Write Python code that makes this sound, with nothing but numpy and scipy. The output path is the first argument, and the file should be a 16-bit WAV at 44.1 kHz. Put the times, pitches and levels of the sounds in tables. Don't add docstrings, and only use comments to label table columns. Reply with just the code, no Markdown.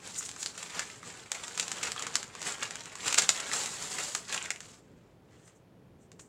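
import sys
import numpy as np
from scipy import signal
from scipy.fft import rfft, irfft, next_fast_len
from scipy.io import wavfile
from scipy.ndimage import map_coordinates

SR = 44100
rng = np.random.default_rng(int(sys.argv[2]) if len(sys.argv) > 2 else 0)


def materialize(psi):
    bounded = np.clip(np.atleast_2d(psi).T, -1, 1)
    quanta = np.round(bounded * 32767).astype(np.int16)
    wavfile.write(sys.argv[1], SR, quanta)


N = 277168


def amp(db):
    return 10 ** (np.asarray(db) / 20)


def unit(x):
    return x / np.sqrt(np.mean(x ** 2) + 1e-20)


def along(points, hz):
    f, v = np.transpose(points)
    return np.interp(np.log(hz + 1), np.log(f + 1), v)


def wobble(rate):
    knots = rng.standard_normal(int(N * rate / SR) + 4)
    return map_coordinates(knots, [np.arange(N) * rate / SR])


def filtered(x, response):
    m = next_fast_len(N + SR // 2)
    return irfft(rfft(x, m) * response(np.fft.rfftfreq(m, 1 / SR)), m)[..., :N]


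def coloured(x, spectrum, size=1024):
    level = amp(along(spectrum, np.fft.rfftfreq(size, 1 / SR)))
    cepstrum = irfft(np.log(level + 1e-6))
    cepstrum[1:size // 2] *= 2
    cepstrum[size // 2 + 1:] = 0
    ring = irfft(np.exp(rfft(cepstrum)))
    return signal.fftconvolve(x, ring / np.linalg.norm(ring))[:len(x)]


def split(x, edge_hz):
    parts = []
    for side in ("low", "high"):
        once = signal.butter(2, edge_hz, side, fs=SR, output="sos")
        parts.append(signal.sosfilt(np.tile(once, (2, 1)), x))
    return parts


def add(track, s, sound):
    part = track[max(round(s * SR), 0):][:len(sound)]
    part += sound[:len(part)]


# (frequency [Hz], relative level [dB per Hz])
AIR_COLOUR = [(20, -42.5), (45, -11.5), (58, -17), (90, -9), (125, -6.5), (175, -7.5), (290, -11.5),
              (430, -12), (600, -18), (1160, -27.5), (3000, -35.5), (4000, -39.5), (9000, -47),
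              (16000, -50.5)]
# (frequency [Hz], level [dB rms])
ROOM_TONES = [(119, -71.5), (175, -70.5), (425, -75.5)]
AIR_DB = -58.8


def room_tone():
    air = unit(filtered(rng.standard_normal(N), lambda hz: amp(along(AIR_COLOUR, hz))))
    t = np.arange(N) / SR
    tones = 0
    for hz, db in ROOM_TONES:
        tones = tones + amp(db) * np.sqrt(2) * np.sin(2 * np.pi * hz * t + 0.38 * wobble(rate=9))
    low, high = split(air, edge_hz=500)
    swell = amp(1.2 * wobble(rate=13))
    return amp(AIR_DB) * (low * swell + high) + tones


# (mean delay [ms], gain relative to the direct sound)
NEAR_SURFACES = [(1.1, 0.2), (3.7, 0.33), (7.6, 0.19), (10.6, 0.15), (12.2, 0.26)]
# (frequency [Hz], time to fall 60 dB [s])
TAIL_DECAY = [(250, 0.68), (2000, 0.24), (7000, 0.23), (14000, 0.35)]


def answer(tail_db):
    hz, t, z = signal.stft(rng.standard_normal(SR // 3), SR, nperseg=256)
    decay = amp(-60 * t / along(TAIL_DECAY, hz)[:, None])
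    tail = signal.istft(z * decay, SR, nperseg=256)[1]
    tail = tail * (1 - np.exp(-np.arange(len(tail)) / SR / 0.0029))
    echo = amp(tail_db) * tail / np.linalg.norm(tail)
    echo[0] = 1
    for delay_ms, gain in NEAR_SURFACES:
        add(echo, (delay_ms + rng.uniform(-.5, .5)) / 1000, np.array([gain]))
    return echo / np.linalg.norm(echo)


def room(x, tail_db, size=4096):
    out = np.zeros(N + size)
    window = signal.get_window("hann", size)
    x = np.pad(x, (size // 2, size))
    for i in range(0, N + size // 2, size // 2):
        add(out, i / SR, signal.fftconvolve(x[i:i + size] * window, answer(tail_db)))
    return out[size // 2:][:N]


# (time of peak [s], level [dB], gaussian half-length [s])
FINGER_BRUSHES = [(0.187, -35, 0.0099), (0.262, -40, .008), (.415, -40.5, 0.017), (5.42, -73, .05),
                  (5.472, -61, 0.02), (5.563, -68, .012), (6.03, -69, 0.022), (6.209, -54, 0.0083),
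                  (6.24, -68, 0.029)]
# (frequency [Hz], relative level [dB per Hz])
BRUSH_COLOUR = [(1000, -34), (4500, -26.5), (6000, -8), (7300, -3.5), (8400, -6), (10000, -23),
                (16000, -36.5)]


def brushing():
    t = np.arange(N) / SR
    stroke = sum(amp(db) * np.exp(-((t - s) / half) ** 2 / 2) for s, db, half in FINGER_BRUSHES)
    flutter = amp(1.7 * wobble(rate=140))
    return stroke * flutter * unit(coloured(rng.standard_normal(N), BRUSH_COLOUR))


# (time of full pressure [s], length [s], sheet body level [dB],
# hiss over body [dB], share of crackle [0-1])
SLIDE_STROKES = [(0.073, 0.022, -47.5, 2.5, .3), (0.154, 0.13, -54.5, 11, 0.45),
                 (0.416, 0.067, -53, 9.5, 0.1), (.585, .12, -50, 3, 0.2), (0.768, 0.034, -40, -2.5, 0.34),
                 (0.835, 0.14, -54, 3.5, 0.25), (1.079, 0.037, -49, 0, 0.32),
                 (1.186, 0.054, -53.5, 0.5, 0.4), (1.365, .02, -47, -1.5, 0),
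                 (1.441, 0.13, -48.5, 1.5, 0.4), (1.6, .11, -46, 2.5, .35), (1.77, 0.035, -44.5, -2, .35),
                 (1.858, 0.041, -39.5, -0.5, 0.36), (1.994, 0.085, -41, -6.5, 0.4),
                 (2.148, 0.046, -43, -0.5, 0.3), (2.37, 0.019, -52, -2, .45), (2.469, 0.048, -39, 1, 0.3),
                 (2.633, 0.019, -39.5, -4, .45), (2.713, 0.2, -52, -2.5, 0.4),
                 (3.067, 0.039, -37.5, 3.5, 0.47), (3.194, 0.03, -35.5, 3.5, 0.58),
                 (3.337, 0.019, -41, 4, 0.6), (3.402, 0.14, -41.5, -5, .45), (3.539, .13, -39, 5, 0.16),
                 (3.72, .08, -47.5, 6.5, .15), (3.831, 0.036, -44.5, 6, .15), (3.93, 0.028, -43, 6, 0.3),
                 (3.992, 0.021, -41, 4.5, .2), (4.037, .14, -49.5, 9.5, .08),
                 (4.327, 0.036, -39.5, 1.5, 0.6), (4.418, 0.068, -47, -3, 0.64),
                 (4.623, 0.13, -58.5, 4, 0.27), (4.856, 0.27, -73, -7, .2), (5.327, .18, -67.5, -4.5, 0.27)]
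# (start [s], length [s], sheet body level [dB], hiss over body [dB], share of crackle [0-1])
BAG_HOLD = [(0, 1.6, -58.5, -3, 0.37), (2.2, 2.3, -53.5, -4.5, 0.35)]
RISE_DB_PER_S, SAG_DB, RELEASE_DB_PER_S = 217.5, 3.5, 221.5


def pressure():
    t = np.arange(N) / SR
    body = hiss = catching = 0
    for s, length, db, hiss_db, share in SLIDE_STROKES + BAG_HOLD:
        age = t - s
        rise_db = RISE_DB_PER_S * np.minimum(age, 0)
        sag_db = SAG_DB * np.clip(age / length, 0, 1)
        release_db = RELEASE_DB_PER_S * np.maximum(age - length, 0)
        power = amp(db + rise_db - (sag_db + release_db)) ** 2
        body = body + power
        hiss = hiss + power * amp(hiss_db) ** 2
        catching = catching + power * share
    return np.sqrt(body), np.sqrt(hiss), np.clip(catching / body, 0, .85)


def crackle(rate, centre_hz, spread, cycles, scatter_db, size=256):
    count = int(rate * N / SR)
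    start, loud, pitch = rng.random((count, 3)).T
    hz = np.minimum(centre_hz * 2 ** (spread * (2 * pitch - 1)), SR / 2)[:, None]
    strength = amp(scatter_db * np.minimum(-np.log(1 - loud), 4))[:, None]
    turns = hz * np.arange(size) / SR
    grains = strength * hz / centre_hz * np.sin(2 * np.pi * turns) * np.exp(-turns / cycles)
    where = (start * N).astype(int)[:, None] + np.arange(size)
    return unit(np.bincount(where.ravel(), grains.ravel(), N)[:N])


# (frequency [Hz], relative level [dB per Hz])
SLIDE_COLOUR = [(100, -19.5), (175, -3.5), (260, -10), (370, -6), (425, 1.5), (510, -5), (900, -3.5),
                (1450, -3.5), (2500, -6), (4500, -6), (6000, -6), (7400, -0.5), (8400, -7), (10500, -19),
                (13000, -28), (16000, -35.5)]
# (frequency [Hz], relative level [dB per Hz])
CREASE_COLOUR = [(100, -36.5), (250, -17.5), (800, -10), (1150, -7.5), (1500, -5.5), (2700, -5), (3300, -6),
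                 (5500, -5), (7400, 2), (8400, -6), (11000, -22), (16000, -36)]


def sliding(body_gain, hiss_gain, share):
    rush = coloured(rng.standard_normal(N), SLIDE_COLOUR)
    facets = crackle(rate=300, centre_hz=4450, spread=1.42, cycles=1.6, scatter_db=3.5)
    ticks = coloured(facets, CREASE_COLOUR)
    rustle = np.sqrt(1 - share) * unit(rush) + np.sqrt(share) * unit(ticks)
    body, hiss = split(rustle, edge_hz=3510)
    flicks = crackle(rate=90, centre_hz=1963, spread=0.96, cycles=3, scatter_db=3.0)
    body = unit(unit(body) + 0.69 * np.sqrt(share) * flicks)
    grip_db = (1 + 2.9 * share) * wobble(rate=80)
    return amp(grip_db) * (body * body_gain + unit(hiss) * hiss_gain)


def snap(length_ms, panel_db, panel_hz, sharpness, ragged_db, size=2048):
    u = np.arange(size) / SR * 1000 / np.clip(length_ms, .4, 15)
    slips = rng.standard_normal(size) * amp(ragged_db * rng.standard_normal(size))
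    run = (1 - np.exp(-u / 0.041)) * (np.exp(-u ** 4) + .15 * np.exp(-u / 6.7))
    flat = irfft(np.exp(1j * np.angle(rfft(slips * run))))
    sound = coloured(flat * np.sqrt(run), CREASE_COLOUR)
    panel = signal.lfilter(*signal.iirpeak(panel_hz, sharpness, fs=SR), sound)
    sound = sound + amp(panel_db) * panel
    return sound * np.sqrt(np.sum(u < 1) / np.sum(sound ** 2))


CRINKLES_PER_S, CRINKLE_DB, CRINKLE_RANGE_DB = 20, 6.5, 3
CRINKLE_MS, CRINKLE_HZ, CRINKLE_PANEL_DB = 4.5, 1700, 13.5


def crinkles(body_gain, share):
    track = np.zeros(N)
    count = int(CRINKLES_PER_S * N / SR)
    for when, weak, length, pitch in rng.random((count, 4)):
        at = int(when * N)
        level = amp(CRINKLE_DB - CRINKLE_RANGE_DB * weak)
        gain = body_gain[at] * np.sqrt(2 * share[at]) * level
        length_ms = CRINKLE_MS * 2 ** (2 * length - 1)
        panel_hz = CRINKLE_HZ * 2 ** (1.4 * (pitch - .5))
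        pop = snap(length_ms, CRINKLE_PANEL_DB, panel_hz, sharpness=5.0, ragged_db=1.5)
        add(track, at / SR, gain * pop)
    return track


# (time [s], level before the common lift
# [dB rms], length [ms], panel pitch [Hz], panel resonance [dB])
CREASE_SNAPS = [(.208, -39.5, 2.2, 1300, 15), (.227, -32, 0.45, 2200, -12), (.291, -33.5, 1.8, 3400, 4),
                (.314, -35.5, 1.3, 1700, -17), (.363, -44, 3, 1280, 25), (.428, -32, 4.8, 4600, 0),
                (.461, -21.5, 0.76, 4500, 7), (.577, -38, 5.2, 1270, 4), (.628, -35, 3.5, 1100, 2),
                (.793, -26, 3.7, 1600, 7), (0.9, -42.5, 3.4, 2140, 21), (1.029, -43.5, 3.8, 1200, 25),
                (1.3171, -24, 2.9, 2330, -15), (1.345, -39.5, 12, 2180, 7), (1.48, -36, 3.4, 1100, 7),
                (1.576, -29.5, 3.3, 1300, -3), (1.597, -21.5, 3, 3900, 1), (1.68, -30, 2.1, 4600, -14),
                (1.716, -27.5, 3.3, 1180, 1), (1.829, -29.5, 10, 2400, 1.5), (1.919, -22.5, 0.72, 2560, -5),
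                (1.962, -34.5, 3, 1200, 23), (1.995, -32.5, 1.6, 1200, 1.5), (2.023, -30.5, 3.8, 1700, 2),
                (2.066, -32.5, 6.7, 1200, 13), (2.155, -15.5, 1.6, 4650, -3.5),
                (2.229, -33.5, 2.5, 1600, -3), (2.351, -38.5, 3.4, 1090, 17), (2.417, -32.5, 2.3, 1110, 4),
                (2.427, -35, 3, 4100, -6), (2.628, -33, 9.9, 1600, 7), (2.708, -31, 1.6, 1940, 11),
                (2.756, -29.5, 1.25, 1600, 4), (2.807, -38.5, 1.8, 4000, 0), (2.857, -36, 1.4, 1300, 6),
                (2.954, -36.5, 3.3, 1100, 11), (3.08, -24, 3, 3400, -8), (3.126, -25.5, 4.9, 2570, -1),
                (3.1434, -20.5, 3.1, 2510, -0.5), (3.177, -22.5, 13, 1600, 0.5),
                (3.184, -16.5, 3.7, 1400, -1.5), (3.219, -29, 8.9, 2110, 1), (3.2907, -14, 1.75, 4240, -2),
                (3.2922, -15, 2.3, 4200, -0.5), (3.4, -32, 6.8, 1540, 4), (3.515, -28.5, 2.3, 1860, 18.5),
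                (3.533, -26.5, 3.2, 3700, 1), (3.659, -29.5, 2.8, 1400, -8), (3.984, -31.5, 5.7, 1850, 9),
                (4.149, -26, 5.8, 1190, 3.5), (4.325, -31, 4.3, 2430, 0), (4.343, -30, 6.5, 1370, 5),
                (4.377, -28.5, 3, 2720, 19.5), (4.455, -37, 7.5, 2040, 12), (4.505, -21.5, 1.65, 2070, 7),
                (4.56, -39.5, 2.4, 2370, 14), (4.605, -36, 1.6, 1800, -3), (5.475, -57, 7.5, 1400, 10),
                (6.117, -49, 2.6, 1100, 7), (6.193, -49.5, 9, 1100, 5)]
SNAP_LIFT_DB = 1.5


def creases():
    track = np.zeros(N)
    for s, db, length_ms, panel_hz, panel_db in CREASE_SNAPS:
        sound = snap(length_ms, panel_db, panel_hz, sharpness=4.5, ragged_db=2)
        add(track, s, amp(db + SNAP_LIFT_DB) * sound)
    return track


def scene():
    body_gain, hiss_gain, share = pressure()
    paper = creases() + sliding(body_gain, hiss_gain, share)
    paper = paper + brushing() + crinkles(body_gain, share)
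    return (room(paper, tail_db=-6.5) + room_tone())[None]


TOP_HZ = 16000


def record(dry):
    return filtered(dry, lambda hz: (1 - np.exp(-(hz / 33) ** 4)) * (hz < TOP_HZ))


dry = scene()
out = record(dry)
materialize(out)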